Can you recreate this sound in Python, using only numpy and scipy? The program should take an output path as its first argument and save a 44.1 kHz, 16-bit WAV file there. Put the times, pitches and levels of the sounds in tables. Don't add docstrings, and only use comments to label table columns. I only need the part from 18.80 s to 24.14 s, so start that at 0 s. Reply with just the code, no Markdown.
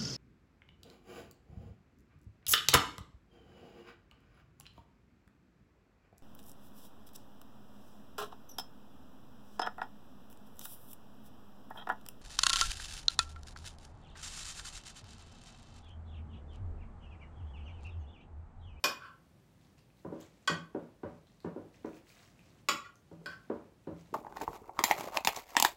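import sys
import numpy as np
from scipy import signal
from scipy.fft import rfft, irfft, next_fast_len
from scipy.io import wavfile
from scipy.ndimage import map_coordinates

SR = 44100
rng = np.random.default_rng(int(sys.argv[2]) if len(sys.argv) > 2 else 0)


def unload_audio(sound):
    columns = np.transpose(np.atleast_2d(sound))
    steps = np.round(np.clip(columns, -1, 1) * 32767)
    wavfile.write(sys.argv[1], SR, steps.astype(np.int16))


N = 235479
SPAN = 32768


def amp(db):
    return 10 ** (np.asarray(db) / 20)


def unit(x):
    return x / np.sqrt(np.mean(x ** 2) + 1e-20)


def along(points, hz):
    f, v = np.transpose(points)
    return np.interp(np.log(hz + 1), np.log(f + 1), v)


def filtered(x, response):
    m = next_fast_len(len(x) + SR // 2)
    hz = np.fft.rfftfreq(m, 1 / SR)
    return irfft(rfft(x, m) * response(hz), m)[:len(x)]


def shaped(x, spectrum):
    return unit(filtered(x, lambda hz: amp(along(spectrum, hz))))


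def body(modes, drive_db):
    def response(f):
        total = 0
        for k, ((centre, width, db), drive) in enumerate(zip(modes, drive_db)):
            resonance = 1j * f * width / (centre * centre - f * f + 1j * f * width)
            total = total + (-1) ** k * amp(db + drive) * resonance
        return total
    return response


def wobble(rate):
    knots = rng.standard_normal(int(N * rate / SR) + 4)
    return map_coordinates(knots, [np.arange(N) * rate / SR])


# frequency in Hz, time to fall 60 dB in seconds.
KITCHEN_DECAY = [(100, 0.45), (300, 0.28), (1200, 0.35), (4000, 0.28), (12000, 0.23)]


def in_kitchen(x, wet_db):
    hz, t, z = signal.stft(rng.standard_normal(SPAN), SR, nperseg=256)
    fall_db = -60 * t / along(KITCHEN_DECAY, hz)[:, None]
    tail = signal.istft(z * amp(fall_db), SR, nperseg=256)[1]
    tail *= 1 - np.exp(-np.arange(len(tail)) / SR / 0.0043)
    answer = signal.fftconvolve(x, tail / np.linalg.norm(tail))[:len(x)]
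    return x + amp(wet_db) * answer


def add(track, s, db, sound):
    start = round(s * SR)
    track[start:start + len(sound)] += amp(db) * sound / np.std(sound[:SR // 50])


# frequency in Hz, relative density in dB per Hz.
ROOM_SPECTRUM = [(15, -62.5), (25, -32), (42, -6), (76, -5), (91, -4), (161, -5), (284, -14), (333, -14),
                 (461, -22.5), (513, -19), (572, -20.5), (1360, -29.5), (2660, -33), (15800, -45)]
# frequency in Hz, rms level in dB ahead of the microphone's bass loss.
MAINS_HUM = [(50, -69)]
HUSH_DB = -63


def hush():
    t = np.arange(N) / SR
    hum = sum(amp(db) * np.sqrt(2) * np.sin(2 * np.pi * hz * t) for hz, db in MAINS_HUM)
    waver_db = 1.2 * wobble(3)
    return amp(HUSH_DB + waver_db) * shaped(rng.standard_normal(N), ROOM_SPECTRUM) + hum


# frequency in Hz, width in Hz, strength in dB.
DISH_MODES = [(580, 22, 2), (1057, 36, 6), (1130, 42, 3), (1320, 40, -5.5), (1410, 50, -3.5),
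              (1476, 50, -5), (1545, 60, -2.5), (1890, 50, -12), (1968, 45, -11), (2395, 40, -7.5),
              (2482, 50, -5.5), (3050, 80, -13), (3280, 40, -16.5), (3445, 60, -13.5), (3830, 70, -19),
              (4411, 70, -10), (4650, 80, -10), (4920, 88, -15), (5176, 47, -10.5), (5850, 140, -17.5),
              (6500, 50, -15), (7040, 90, -15), (7455, 60, -18), (7800, 70, -21), (8050, 50, -26),
              (8590, 72, -26.5), (9070, 45, -24), (10380, 260, -38), (12720, 90, -17), (15500, 150, -33)]
DISH_HZ = np.transpose(DISH_MODES)[0]
# start in seconds, level in dB over the first 20 ms.
RIM_CLINKS = [(.040, -26), (1.675, -26.5), (3.887, -26), (4.459, -41)]
SPOT_PITCHES = [570, 1060, 1125, 1305, 1410, 1540, 1930, 2450, 3040, 4500, 5200, 7000, 9000, 12770]
RIM_SPOTS = [(-8, -5.5, -3, 2.5, 2.5, 4, -12.5, 2.2, 10.8, 4.9, 7, 3.5, 2.5, 3.5),
             (-13, -6, 0.6, 0, -4, 4.5, -4.8, -5, 6.5, 0.95, -10, -0.5, -2, -18),
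             (-3.5, -22, 6.5, 9, 5.5, -3, 11, 9, 12.5, 5, 5, 10.5, 7, 6.5),
             (-17, -9, -6, -9.5, 3, 9.5, -2, -11.5, 2.5, 2.9, -1.5, -9.5, -8, -12)]
CHATTER_S = 0.007


def wall_drive(spot):
    return along(list(zip(SPOT_PITCHES, spot)), DISH_HZ)


def clinks():
    track, t = np.zeros(N + SPAN), np.arange(SPAN) / SR
    crack_modes = [(hz, 0.66 * hz, -5 * np.log2(hz / 1000)) for hz in SPOT_PITCHES[:-1]]
    for (s, db), spot in zip(RIM_CLINKS, RIM_SPOTS):
        drive_db = wall_drive(spot) + rng.normal(0, 0.47, len(DISH_MODES))
        chatter = 0.13 * rng.standard_normal(SPAN) * np.exp(-t / CHATTER_S)
        blow = (t == 0) + chatter
        ring = unit(filtered(blow, body(DISH_MODES, drive_db)))
        crack = unit(filtered(blow, body(crack_modes, spot)))
        add(track, s, db, in_kitchen(ring + amp(-7) * crack, wet_db=-2))
    return track[:N]


# frequency in Hz, width in Hz, strength in dB.
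COUNTER_MODES = [(232, 25, -0.5), (315.9, 17, 4), (435, 7.3, -19.5), (505.7, 24, -9), (573.1, 33, 1),
                 (655, 16, -19.5), (748, 29, -10.5), (948, 88, -7), (1008, 130, -8), (1242, 120, -17),
                 (1452, 80, -13), (1790, 110, -38)]
# frequency in Hz, width in Hz, strength in dB.
ROOM_BOOM_MODES = [(75, 10, -15), (101, 32, -7), (167.7, 17, 0.5)]
# boom, extra drive of the ring under 380 Hz, knock, slap.
SPOON_PATS = [(0.045, -37.5, 0.51, -13.5, -7.5, -3, 0), (1.248, -41, 0.43, 0.5, -6, -2.5, -24.5),
              (1.322, -40, 0.43, -18, 1, -1, -30), (1.696, -36.5, 0.41, -1.5, 6, -2, -5),
              (1.947, -35, 0.21, -13.5, 3.5, 0.5, -35), (2.233, -38.5, 0.26, -1.5, 0.5, -3, -21.5),
              (2.645, -37, 0.26, 3.5, -1.5, 2.5, -16.5), (2.760, -40.5, 0.37, -9, 0.5, 1.5, -39),
              (3.045, -38, 0.29, -14, 5, -2, -22.5), (3.893, -47, 0.39, -11, 26, -7.5, -24),
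              (4.313, -49.5, 0.33, 3, 0, 1, -23), (4.412, -60, 0.4, 3, 3, 5, -25),
              (4.459, -53, 0.24, 2.5, -4, 0.5, -17), (4.699, -33, 0.14, -13.5, 5, 1.5, -34),
              (5.071, -40, 0.4, 0, 0, -2.5, -23.5), (5.326, -45, 0.78, -12, 14, 2, -27)]
KNOCK_HZ, KNOCK_LAG_MS = 417, 2.126


def pats():
    track, t = np.zeros(N + SPAN), np.arange(SPAN) / SR
    for s, db, contact_ms, boom_db, low_db, knock_db, slap_db in SPOON_PATS:
        u = t / (max(contact_ms, .1) / 1000) * np.pi
        push = u * u * np.exp(-u)
        is_low = np.transpose(COUNTER_MODES)[0] < 380
        drive_db = low_db * is_low + rng.normal(0, 1, len(COUNTER_MODES))
        ring = unit(filtered(push, body(COUNTER_MODES, drive_db)))

        boom = filtered(push, body(ROOM_BOOM_MODES, [0] * len(ROOM_BOOM_MODES)))
        boom = unit(boom * (1 - np.exp(-(t / 0.016) ** 2)))

        knock = unit(filtered(push, lambda f: body([(KNOCK_HZ, 210, 0)], [0])(f) ** 2))
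        knock = np.roll(knock, round(KNOCK_LAG_MS * SR / 1000))

        slap = rng.standard_normal(SPAN) * amp(-60 * t / 0.068)
        slap = unit(filtered(slap, lambda f: body([(1200, 1800, 0)], [0])(f) ** 3))

        struck = amp(knock_db) * in_kitchen(knock, wet_db=-1)
        struck += amp(slap_db) * in_kitchen(slap, wet_db=3.5)
        thud = in_kitchen(ring + amp(boom_db) * boom, wet_db=2.0)
        add(track, s, db, struck + thud)
    return track[:N]


SETTLE_S, SETTLE_DB, STIR_DB = 0.058, -24, -81.5


def smear():
    t = np.arange(N) / SR
    level = amp(STIR_DB)
    for s, db, *_ in SPOON_PATS:
        u = np.clip(t - s, 0, None) / SETTLE_S
        level = level + amp(db + SETTLE_DB) * u * np.exp(1 - u)
    murmur = unit(filtered(rng.standard_normal(N), lambda f: body([(350, 500, 0)], [0])(f) ** 2))
    return level * amp(1.0 * wobble(8)) * murmur


# start in seconds, swell in seconds, hold in seconds, level in dB
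# ahead of the stroke's shape, favoured pitch in Hz, fall-off of the drive around it in dB per octave.
RIM_GRAZES = [(0.19, 0.034, 0.034, -51.5, 1186, 11.5), (4.04, 0.0071, 0.014, -54.5, 1470, 5),
              (4.491, 0.016, 0.017, -50, 1530, 4)]


def drag():
    track, t = np.zeros(N + SPAN), np.arange(SPAN) / SR
    clink_s = np.transpose(RIM_CLINKS)[0]
    for s, swell, hold, db, hz, slope_db in RIM_GRAZES:
        spot = RIM_SPOTS[np.argmin(abs(clink_s - s))]
        drive_db = wall_drive(spot) - slope_db * abs(np.log2(DISH_HZ / hz))
        grit = filtered(rng.standard_normal(SPAN), body(DISH_MODES, drive_db))
        stroke = np.interp(t, [0, swell, swell + hold, swell + 2.3 * hold], [0, 1, 1, 0])
        graze = in_kitchen(amp(db) * unit(grit) * stroke, wet_db=-0.5)
        track[round(s * SR):][:SPAN] += graze
    return track[:N]


# frequency in Hz, relative density in dB per Hz.
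FILM_SPECTRUM = [(410, -23), (700, 5.5), (894, -11), (1050, -1.5), (1600, -7), (2150, -6), (8000, -10),
                 (10400, -39), (17600, -120)]
# frequency in Hz, relative density in dB per Hz.
SHEEN_SPECTRUM = [(4710, -19.5), (8000, -16.5), (10200, -10), (14400, -10.5), (15800, -2)]
# peak in seconds, peak level in dB ahead of the mix and the walls,
# swell in seconds, fade in seconds (both over 20 dB), brightness in dB.
GLOVE_RUSTLES = [(.588, -79, .015, .12, -11.5), (.89, -72.5, 0.24, 0.12, -10),
                 (.982, -63, 0.01, 0.033, -12.5), (1.172, -74.5, .03, 0.33, -2.5),
                 (1.41, -62, 0.029, 0.12, -14.5), (1.39, -69.5, 0.12, 0.9, -31.5),
                 (2.299, -75, 0.14, 0.65, -16), (2.468, -72.5, .03, .35, -15),
                 (2.606, -67.5, .03, 0.066, -29.5), (2.655, -70, .04, .2, -20),
                 (2.89, -76.5, 0.11, .05, -12.5), (2.948, -67.5, .04, 0.16, -26),
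                 (3.165, -64, 0.24, .07, -6), (3.298, -62, 0.13, 0.11, -5.5), (3.36, -61, 0.077, 0.27, -9),
                 (3.44, -67, 0.065, 0.33, -22), (3.61, -68, 0.062, 0.48, -46.5),
                 (3.78, -71, 0.048, 0.054, -26), (4.33, -72, 0.19, 0.091, -25),
                 (4.44, -70, 0.051, 0.6, -14), (4.751, -82, 0.19, 0.86, -21),
                 (5.22, -69.5, 0.24, 0.068, -10), (5.26, -69.5, .03, 0.22, -19)]


def glove():
    s, db, swell, fade, bright_db = np.transpose(GLOVE_RUSTLES)[..., None]
    t, life = np.arange(N) / SR, np.arange(256) / SR
    when, pitch, size = rng.random((3, 2500, 1))
    hz = 1500 * amp(18 * pitch)
    strength = amp(12.3 * size ** 3) * np.sqrt(hz)
    snaps = strength * np.sin(2 * np.pi * hz * life) * np.exp(-life * hz / 2.2)
    at = (when * N).astype(int) + np.arange(256)
    crackle = np.bincount(at.ravel(), snaps.ravel(), N + 256)[:N]
    grain = unit(rng.standard_normal(N) + .75 * unit(crackle)) * amp(2.2 * wobble(35))

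    level = amp(db - 20 * np.maximum((s - t) / swell, (t - s) / fade))
    film = np.linalg.norm(level, axis=0) * shaped(grain, FILM_SPECTRUM)
    sheen = np.linalg.norm(level * amp(bright_db), axis=0) * shaped(grain, SHEEN_SPECTRUM)
    return in_kitchen(amp(-3.0) * film + sheen, wet_db=-6)


# start in seconds, level in dB over the first 20 ms, pitch in Hz.
WET_TICKS = [(0.5771, -84, 2330), (0.8129, -79, 3570), (0.981, -73, 2700), (0.9916, -74, 4800),
             (1.103, -77, 2520), (1.172, -78, 3980), (1.4055, -68.5, 11900), (1.4116, -64.5, 6800),
             (2.4704, -74.5, 4050), (2.6039, -69, 4280), (2.9442, -70.5, 2480), (3.0595, -72, 6000),
             (3.091, -75, 2400), (3.1325, -69, 2520), (3.169, -70, 2410), (3.293, -67.5, 4670),
             (3.302, -65.5, 2330), (3.37, -70, 2380), (3.5924, -66.5, 2560), (3.663, -86, 5560),
             (4.1565, -70.5, 6260), (5.1846, -76, 2570), (5.2597, -78, 3660)]


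def ticks():
    track, t = np.zeros(N + SPAN), np.arange(SPAN) / SR
    for s, db, hz in WET_TICKS:
        cycles = np.sin(2 * np.pi * hz * t) * np.exp(-t * hz / 2.8)
        edge = 0.15 * rng.standard_normal(SPAN) * np.exp(-t / 0.0017)
        add(track, s, db, in_kitchen(cycles + edge, wet_db=-1.5))
    return track[:N]


def scene():
    spoon = clinks() + drag() + pats()
    return (spoon + smear() + glove() + ticks() + hush())[None]


TOP_HZ = 15800


def record(dry):
    def microphone(hz):
        bass_loss = (1j * hz / (48 + 1j * hz)) ** 3
        return bass_loss * (hz < TOP_HZ)
    return filtered(dry[0], microphone)[None]


dry = scene()
out = record(dry)
unload_audio(out)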